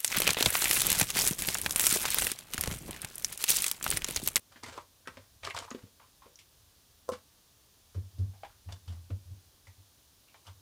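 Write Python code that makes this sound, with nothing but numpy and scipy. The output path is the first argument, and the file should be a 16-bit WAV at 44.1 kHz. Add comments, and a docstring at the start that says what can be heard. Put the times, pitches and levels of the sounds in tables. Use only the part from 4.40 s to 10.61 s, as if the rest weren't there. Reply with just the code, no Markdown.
"""Small plastic cases are shuffled, tapped and set down on a wooden desk, as chattering knocks through resonances.
The place is a soft furnished room, its short tail made of decaying noise; the microphone is close enough
for the direct sound to lead, and its capsules sit close together.
Hands bumping the desk shake the microphone arm, whose two swings near 90 Hz beat briefly.
Below lie preamp hiss and a room rumble, both shaped noise."""
import sys
import numpy as np
from scipy import signal
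from scipy.fft import rfft, irfft
from scipy.io import wavfile
from scipy.ndimage import uniform_filter1d

SR = 44100
rng = np.random.default_rng(int(sys.argv[2]) if len(sys.argv) > 2 else 0)


def ratio_of_db(decibels):
    """Turn decibels (scalar or array-like) into linear amplitude factors; 0 dB maps to 1."""
    return 10 ** (np.asarray(decibels, float) / 20)


def int16_out(signal):
    """Quantize to a 16-bit WAV file."""
    q = np.round(np.clip(np.atleast_2d(signal).T, -1, 1) * 32767)
    wavfile.write(sys.argv[1], SR, q.astype(np.int16))


N = 273855   # samples


def rms_one(x):
    """Scale to rms 1."""
    return x / np.sqrt(np.mean(x ** 2) + 1e-20)


def peak_one(x):
    """Scale to peak 1."""
    return x / np.abs(x).max()


def add(out, s, sound):
    """Mix a sound in at a time in seconds."""
    at = round(s * SR)
    out[at:at + len(sound)] += sound[:N - at]


def shaped(x, points):
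    """Filter noise by a curve of (frequency [Hz], level [dB]) points, straight over log frequency."""
    hz, db = np.transpose(points)
    grid = np.log(np.arange(N // 2 + 1) * SR / N + 1)
    return irfft(rfft(x) * ratio_of_db(np.interp(grid, np.log(hz), db)), N)


def drift(rate_hz):
    """Random wander of rms 1: white noise through two equal low-pass poles."""
    r = np.exp(-2 * np.pi * rate_hz / SR)
    wander = signal.lfilter([1], [1, -2 * r, r * r], rng.standard_normal(N + SR))
    return rms_one(wander[SR:])   # the first second lets the filter settle


def resonance(x, hz, width_hz):
    """Two-pole resonance with gain 1 on top."""
    r = np.exp(-np.pi * width_hz / SR)
    feedback = [1, -2 * r * np.cos(2 * np.pi * hz / SR), r * r]
    return signal.lfilter([(1 - r * r) / 2, 0, (r * r - 1) / 2], feedback, x)


def chatter(t60, lumps_db, first_db):
    """A firm first knock, then a quarter second of uneven micro-knocks that die away."""
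    t = np.arange(SR // 4) / SR
    knocks = rng.standard_normal(len(t)) * ratio_of_db(lumps_db * np.minimum(rng.exponential(1, len(t)), 4))
    knocks[0] = ratio_of_db(first_db)
    return knocks * ratio_of_db(-60 * t / np.clip(t60, .004, .3))


# chatter length at a firm contact; it halves 0.1555 times per dB above that level
CHATTER_T60_S, FIRM_DB, HALVES_PER_DB = 0.061, -39.5, 0.1555
# clear contacts of the cases at the desk:
# (time [s], main ring peak level [dB], main ring [Hz], body peak level [dB], treble level [dB])
CONTACTS = [(0.159, -53, 1490, -46.5, -73), (0.234, -42, 1070, -47, -32.5),
            (0.241, -39.5, 2030, -47, -35.5), (0.262, -50, 1050, -41, -38), (0.282, -50, 1820, -46, -43),
            (0.354, -50, 455, -47, -50), (0.377, -35.5, 930, -39.5, -39), (0.386, -34.5, 870, -44, -58),
            (0.654, -52, 1450, -65, -68), (0.674, -38.5, 1340, -30, -36.5),
            (0.681, -35.5, 1300, -35.5, -44), (0.771, -45, 532, -39.5, -60), (1.033, -40, 1970, -35, -50),
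            (1.048, -37, 2920, -49, -37), (1.067, -39, 1950, -35, -35), (1.073, -33, 1120, -26.5, -55),
            (1.1, -46, 2440, -34, -37.5), (1.107, -32, 1900, -36, -60), (1.146, -33, 915, -43, -36),
            (1.165, -38, 593, -27.5, -30.5), (1.175, -36, 1240, -33, -51), (1.188, -46, 688, -39, -26.5),
            (1.223, -43, 930, -43, -45), (1.278, -43.5, 970, -56, -66), (1.305, -46, 1136, -45, -43.5),
            (1.312, -47, 530, -35, -57), (1.347, -38.5, 460, -39.5, -47), (1.435, -58, 462, -52, -58),
            (1.598, -56.5, 1050, -52.5, -70), (1.82, -51.5, 970, -54, -72), (1.857, -52, 517, -55, -70),
            (1.989, -51, 2530, -61, -44), (2.719, -43, 460, -39.5, -39), (2.733, -39.5, 1060, -39, -44),
            (3.546, -48, 464, -48.5, -50), (3.784, -62, 451, -62, -52), (3.936, -60, 745, -59, -70),
            (4.034, -36, 714, -36, -58), (4.048, -45, 826, -42, -55), (4.096, -63, 1240, -60, -68),
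            (4.289, -48, 770, -42, -63), (4.323, -55, 770, -42.5, -36.5), (4.478, -49, 3000, -46.5, -48),
            (4.524, -65, 820, -49, -50), (4.703, -46, 520, -43, -60), (5.269, -52, 1850, -47, -50),
            (5.881, -57, 2320, -57, -70), (5.943, -63, 950, -46.5, -64), (6.067, -49.5, 3000, -49.5, -48),
            (6.077, -56, 935, -47, -65)]
# resonances of the plastic cases, for taps and shuffle: (frequency [Hz], width before widening [Hz], level [dB])
CASE_MODES = [(517, 84, 2), (930, 155, 3.5), (1490, 22, -27), (1935, 360, -9), (2270, 29, -12),
              (3000, 10.7, -3.5), (3300, 160, 11.5), (4160, 130, -31), (4690, 280, 12.5), (6260, 750, -14),
              (7440, 92, -58), (8150, 700, -3.5)]


def taps(ring_q=3.3, crack_share=0.079, widen=5.3, body_cut_hz=4500, air_cut_hz=10500):
    """Each contact chatters into one main ring, the case resonances and a bright crack; harder ones seat faster."""
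    out = np.zeros(N)
    crack_band = signal.butter(2, [3300, 9000], "band", fs=SR, output="sos")
    body_filter = signal.butter(2, body_cut_hz, fs=SR, output="sos")
    air_filter = signal.butter(2, air_cut_hz, fs=SR, output="sos")
    for s, ring_db, hz, body_db, treble_db in CONTACTS:
        firmer_db = max(ring_db, body_db, treble_db) - FIRM_DB
        t60 = CHATTER_T60_S * 2 ** (-HALVES_PER_DB * firmer_db)
        knocks = chatter(t60, lumps_db=4.0, first_db=13.0)
        strengths = ratio_of_db(rng.normal(0, 4.1, len(CASE_MODES)))   # each blow lands on another spot
        body, bright = np.zeros(len(knocks)), np.zeros(len(knocks))
        for strength, (f, width, db) in zip(strengths, CASE_MODES):
            mode = strength * ratio_of_db(db) * resonance(knocks, f, widen * width)
            if f >= 3300:
                bright += mode
            elif f > 800:
                body += mode
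        body = signal.sosfilt(body_filter, body)
        bright = signal.sosfilt(air_filter, bright)
        crack = signal.sosfilt(crack_band, knocks)
        treble = crack_share * peak_one(crack) + (1 - crack_share) * peak_one(bright)
        # twice through the resonance, for steep skirts
        ring = resonance(resonance(knocks, hz, hz / ring_q), hz, 2 * hz / ring_q)
        add(out, s, ratio_of_db(ring_db) * peak_one(ring) + ratio_of_db(body_db) * peak_one(body) + ratio_of_db(treble_db) * treble)
    return out


KNOCK_ATTACK_S = 0.0012   # the broad base seats over a moment
# a hollow compact touches down, is knocked down hard and rebounds: (time [s], peak level of the rings [dB])
COMPACT_BLOWS = [(2.6815, -46), (2.6898, -20.5), (2.6975, -28)]
# modes of the hollow compact: (frequency [Hz], relative level [dB], t60 [s])
COMPACT_MODES = [(510, 0, .048), (600, -12, .045), (1070, -4, .03), (1310, -14, .04), (3750, -24, .015),
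                 (5300, -20, .012), (6100, -18, .012)]


def knock(crack_db=-12.5):
    """Every blow sets all modes of the compact ringing at once, under a short broad crack."""
    out, t = np.zeros(N), np.arange(SR // 4) / SR
    for s, db in COMPACT_BLOWS:
        spots = ratio_of_db(rng.normal(0, 0.82, len(COMPACT_MODES)))   # uneven blow, spread in dB
        rings = np.zeros(len(t))
        for spot, (f, mode_db, t60) in zip(spots, COMPACT_MODES):
            rings += spot * ratio_of_db(mode_db - 60 * t / t60) * np.sin(2 * np.pi * f * t)
        rings *= 1 - np.exp(-t / KNOCK_ATTACK_S)
        crack = resonance(chatter(0.018, lumps_db=4.0, first_db=5.0), 5500, 7600)
        add(out, s, ratio_of_db(db) * (peak_one(rings) + ratio_of_db(crack_db) * peak_one(crack)))
    return out


DESK_T60_S = 0.05
# cases landing on the desk top: (time [s], peak level [dB], desk note [Hz])
LANDINGS = [(0.158, -53, 252), (0.233, -44.5, 232), (0.282, -46, 257), (0.376, -43, 390), (0.681, -47, 151),
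            (0.771, -52.5, 264), (1.075, -44, 400), (1.211, -52, 262), (1.313, -39, 219), (1.347, -32, 242),
            (1.437, -46, 180), (1.856, -55.5, 231), (2.72, -39, 204), (3.551, -45.5, 151),
            (3.579, -43.5, 229), (3.78, -50.5, 150), (4.287, -48.5, 152), (4.478, -62, 160),
            (4.7, -44.5, 282), (4.76, -49.5, 208)]


def thuds(soft_hz=500):
    """A short soft push sets the desk top ringing on one low note."""
    out, soft = np.zeros(N), signal.butter(2, soft_hz, fs=SR, output="sos")
    width_hz = np.log(1000) / np.pi / DESK_T60_S   # a ring this wide falls 60 dB in the t60
    for s, db, hz in LANDINGS:
        push = signal.sosfilt(soft, chatter(0.035, lumps_db=3.0, first_db=17.0))
        add(out, s, ratio_of_db(db) * peak_one(resonance(push, hz, width_hz)))
    return out


# thin caps snapping: (time [s], peak level [dB], ring [Hz])
CAP_SNAPS = [(1.05, -32.5, 4690), (1.189, -33.5, 7170), (1.306, -34.5, 6460), (1.957, -41, 5700)]


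def ticks():
    """A thin cap gives a very short high ring."""
    out = np.zeros(N)
    for s, db, hz in CAP_SNAPS:
        snap = chatter(.015, lumps_db=1.5, first_db=10.0)
        ring = resonance(resonance(snap, hz, 900), hz, 1800)
        add(out, s, ratio_of_db(db) * peak_one(ring))
    return out


# spectrum of the sliding before the case resonances: (frequency [Hz], relative level per Hz [dB])
SLIDE_COLOUR = [(71, -44), (120, -14), (330, -11), (474, -3), (802, -7), (923, -2), (1800, -8), (8350, -19),
                (15000, -36)]


def shuffle(per_s=6000.0, sizes_db=2.5, clump_db=4.0, modes_db=-3.0):
    """Sliding is a dense clumped hail of tiny clicks, heard plain and through the widened case resonances."""
    born = rng.random(N) < per_s / SR
    sizes = sizes_db * np.minimum(rng.exponential(1, N), 4)
    clumps = clump_db * drift(46.0)
    clicks = born * ratio_of_db(sizes + clumps) * rng.choice([-1, 1], N)
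    broad = rms_one(shaped(clicks, SLIDE_COLOUR))
    rung = sum(resonance(broad, f, 7.6 * width) for f, width, _ in CASE_MODES)
    return rms_one(broad + ratio_of_db(modes_db) * rung) * sliding()


# share of a slide spent rising; start and end levels against its top
SLIDE_RISE_SHARE, SLIDE_START_DB, SLIDE_END_DB = 0.3, -5, -16
# cases sliding against each other: (start time [s], length [s], top rms level [dB])
SLIDE_MOVES = [(0.11, 0.12, -62), (0.23, 0.2, -48), (0.34, 0.12, -60.5), (0.67, 0.2, -59),
               (1.03, 0.12, -44), (1.143, 0.15, -44), (1.3, 0.18, -59), (2.715, 0.08, -54),
               (4.285, 0.1, -61), (4.475, 0.12, -62), (6.05, 0.1, -63)]


def sliding():
    """Gain of the slides: each swells to its top and fades, straight in dB, then smoothed over 10 ms."""
    t, out = np.arange(N) / SR, np.zeros(N)
    for s, length, db in SLIDE_MOVES:
        corners = s + length * np.array([0, SLIDE_RISE_SHARE, 1])
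        inside = (t >= s) & (t < s + length)
        out += inside * ratio_of_db(db + np.interp(t, corners, [SLIDE_START_DB, 0, SLIDE_END_DB]))
    return uniform_filter1d(out, size=SR // 100)


ROOM_T60_S, ROOM_DB, WALL_CUT_HZ = 0.18, -9.5, 12400   # level: tail against direct sound


def room(x, apart_db=-47.0):
    """Dense echoes from 4 ms on; the treble dies twice as fast in the soft furnishing."""
    t = np.arange(SR // 2) / SR
    split = signal.butter(1, WALL_CUT_HZ, fs=SR, output="sos")
    white = rng.standard_normal((2, len(t))) * (t > .004)
    low = signal.sosfilt(split, white)
    tail = low * ratio_of_db(-60 * t / ROOM_T60_S) + (white - low) * ratio_of_db(-120 * t / ROOM_T60_S)
    tail = tail / np.sqrt(np.sum(tail[0] ** 2))
    shared, apart = tail * ratio_of_db(np.array([[0], [apart_db]]))   # capsules close together
    echoes = np.array([shared + apart, shared - apart])
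    return signal.fftconvolve(x[None], echoes)[:, :N]


ARM_HZ, ARM_ATTACK_S = (97.17, 84.8), 0.023   # upper and lower swing of the microphone arm
ARM_SHAKE_DB = -9   # sliding cases shake the arm, against the slide level
# hands bump the desk: (time [s], upper swing level [dB], lower swing level [dB], t60 [s]),
# levels before the attack and decay
DESK_BUMPS = [(0.367, -46, -55, 0.23), (0.664, -54, -58, 0.3), (0.759, -48.5, -60, 0.29),
              (1.06, -57, -47, 0.13), (1.432, -29.5, -48, 0.074), (2.677, -58, -47.5, 0.3),
              (3.549, -23.5, -27.7, 0.29), (3.727, -44, -45, 0.29), (3.785, -17.5, -26.5, 0.31),
              (4.255, -36, -34, 0.34), (4.307, -49, -27, 0.17), (4.413, -60, -48, 0.28),
              (4.471, -40.5, -30, 0.5), (4.706, -20.5, -28, 0.2), (4.852, -51, -40, 0.5),
              (4.906, -30, -42, 0.19), (5.27, -36, -38, 0.13), (5.369, -46.8, -53, 0.29),
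              (6.068, -41, -43, 0.3)]


def arm(overtone_db=-29.5, rattle_db=-18.0):
    """Each bump starts both swings, opposed so they beat, with a weak overtone and rough skirt; slides shake them."""
    out, t = np.zeros(N), np.arange(SR // 2) / SR
    skirt = resonance(rng.standard_normal(N + SR), 67, 107)
    skirt = rms_one(resonance(skirt, 67, 107))
    upper, lower = (np.sin(2 * np.pi * hz * t) + ratio_of_db(overtone_db) * np.sin(2.4 * 2 * np.pi * hz * t)
                    for hz in ARM_HZ)
    for s, upper_db, lower_db, t60 in DESK_BUMPS:
        rough = ratio_of_db(rattle_db + max(upper_db, lower_db)) * skirt[round(s * SR):][:len(t)]
        shape = (1 - np.exp(-t / ARM_ATTACK_S)) * ratio_of_db(-60 * t / t60)
        add(out, s, shape * (ratio_of_db(upper_db) * upper - ratio_of_db(lower_db) * lower + rough))
    shaken = sum(resonance(rng.standard_normal(N), hz, 14.0) for hz in ARM_HZ)
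    return out + ratio_of_db(ARM_SHAKE_DB) * rms_one(shaken) * sliding()


HISS_DB, RUMBLE_DB = -65.5, -68.5   # rms of the part shared by both channels
# preamp hiss: (frequency [Hz], relative level per Hz [dB])
HISS_COLOUR = [(710, -39), (1200, -5), (1640, -3), (2060, -6.5), (2430, -5), (3220, -0.5), (3660, 0),
               (6370, -0.5), (8170, -5.5), (9310, -2), (12100, -6), (15200, -2), (16000, -20.5)]
# room tone: (frequency [Hz], relative level per Hz [dB])
RUMBLE_COLOUR = [(18, -53), (30, -10.5), (81, -3), (194, -16), (227, -17), (273, -15), (360, -18.5),
                 (1200, -22), (1560, -66), (2640, -120)]
# difference between the channels: (frequency [Hz], side minus mid level [dB])
SIDE_COLOUR = [(60, -41), (500, -26), (2000, -34.5), (6000, -23.5), (15000, -12.5)]


def hiss(flicker_db=2.5):
    """Steady preamp hiss over a room rumble that flickers below 150 Hz, nearly the same in both channels."""
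    preamp = rms_one(shaped(rng.standard_normal(N), HISS_COLOUR))
    rumble = shaped(rng.standard_normal(N), RUMBLE_COLOUR)
    deep = signal.sosfilt(signal.butter(2, 150, fs=SR, output="sos"), rumble)
    flicker = ratio_of_db(flicker_db * drift(2.2))
    rumble = rms_one(rumble + deep * (flicker - 1))
    mid = ratio_of_db(HISS_DB) * preamp + ratio_of_db(RUMBLE_DB) * rumble
    side = shaped(np.roll(mid, SR), SIDE_COLOUR)   # an unrelated stretch of the same noise
    return np.array([mid + side, mid - side])


LEFT_OVER_RIGHT_DB = 0.5   # a small fixed level offset between the channels, left minus right


def scene():
    """Cases on the desk in the room, arm hum and hiss straight into the microphone."""
    cases = taps() + knock() + thuds() + ticks() + shuffle()
    pan = ratio_of_db(np.array([[LEFT_OVER_RIGHT_DB / 2], [-LEFT_OVER_RIGHT_DB / 2]]))
    return (cases + ratio_of_db(ROOM_DB) * room(cases)) * pan + arm() + hiss()


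def band_limit(x):
    """A steep low-pass at the top of the band."""
    return signal.sosfilt(signal.butter(12, 16630, fs=SR, output="sos"), x)


def record(dry):
    """Pass on the finished mix of desk, arm and hiss."""
    return band_limit(dry)


dry = scene()
out = record(dry)
int16_out(out)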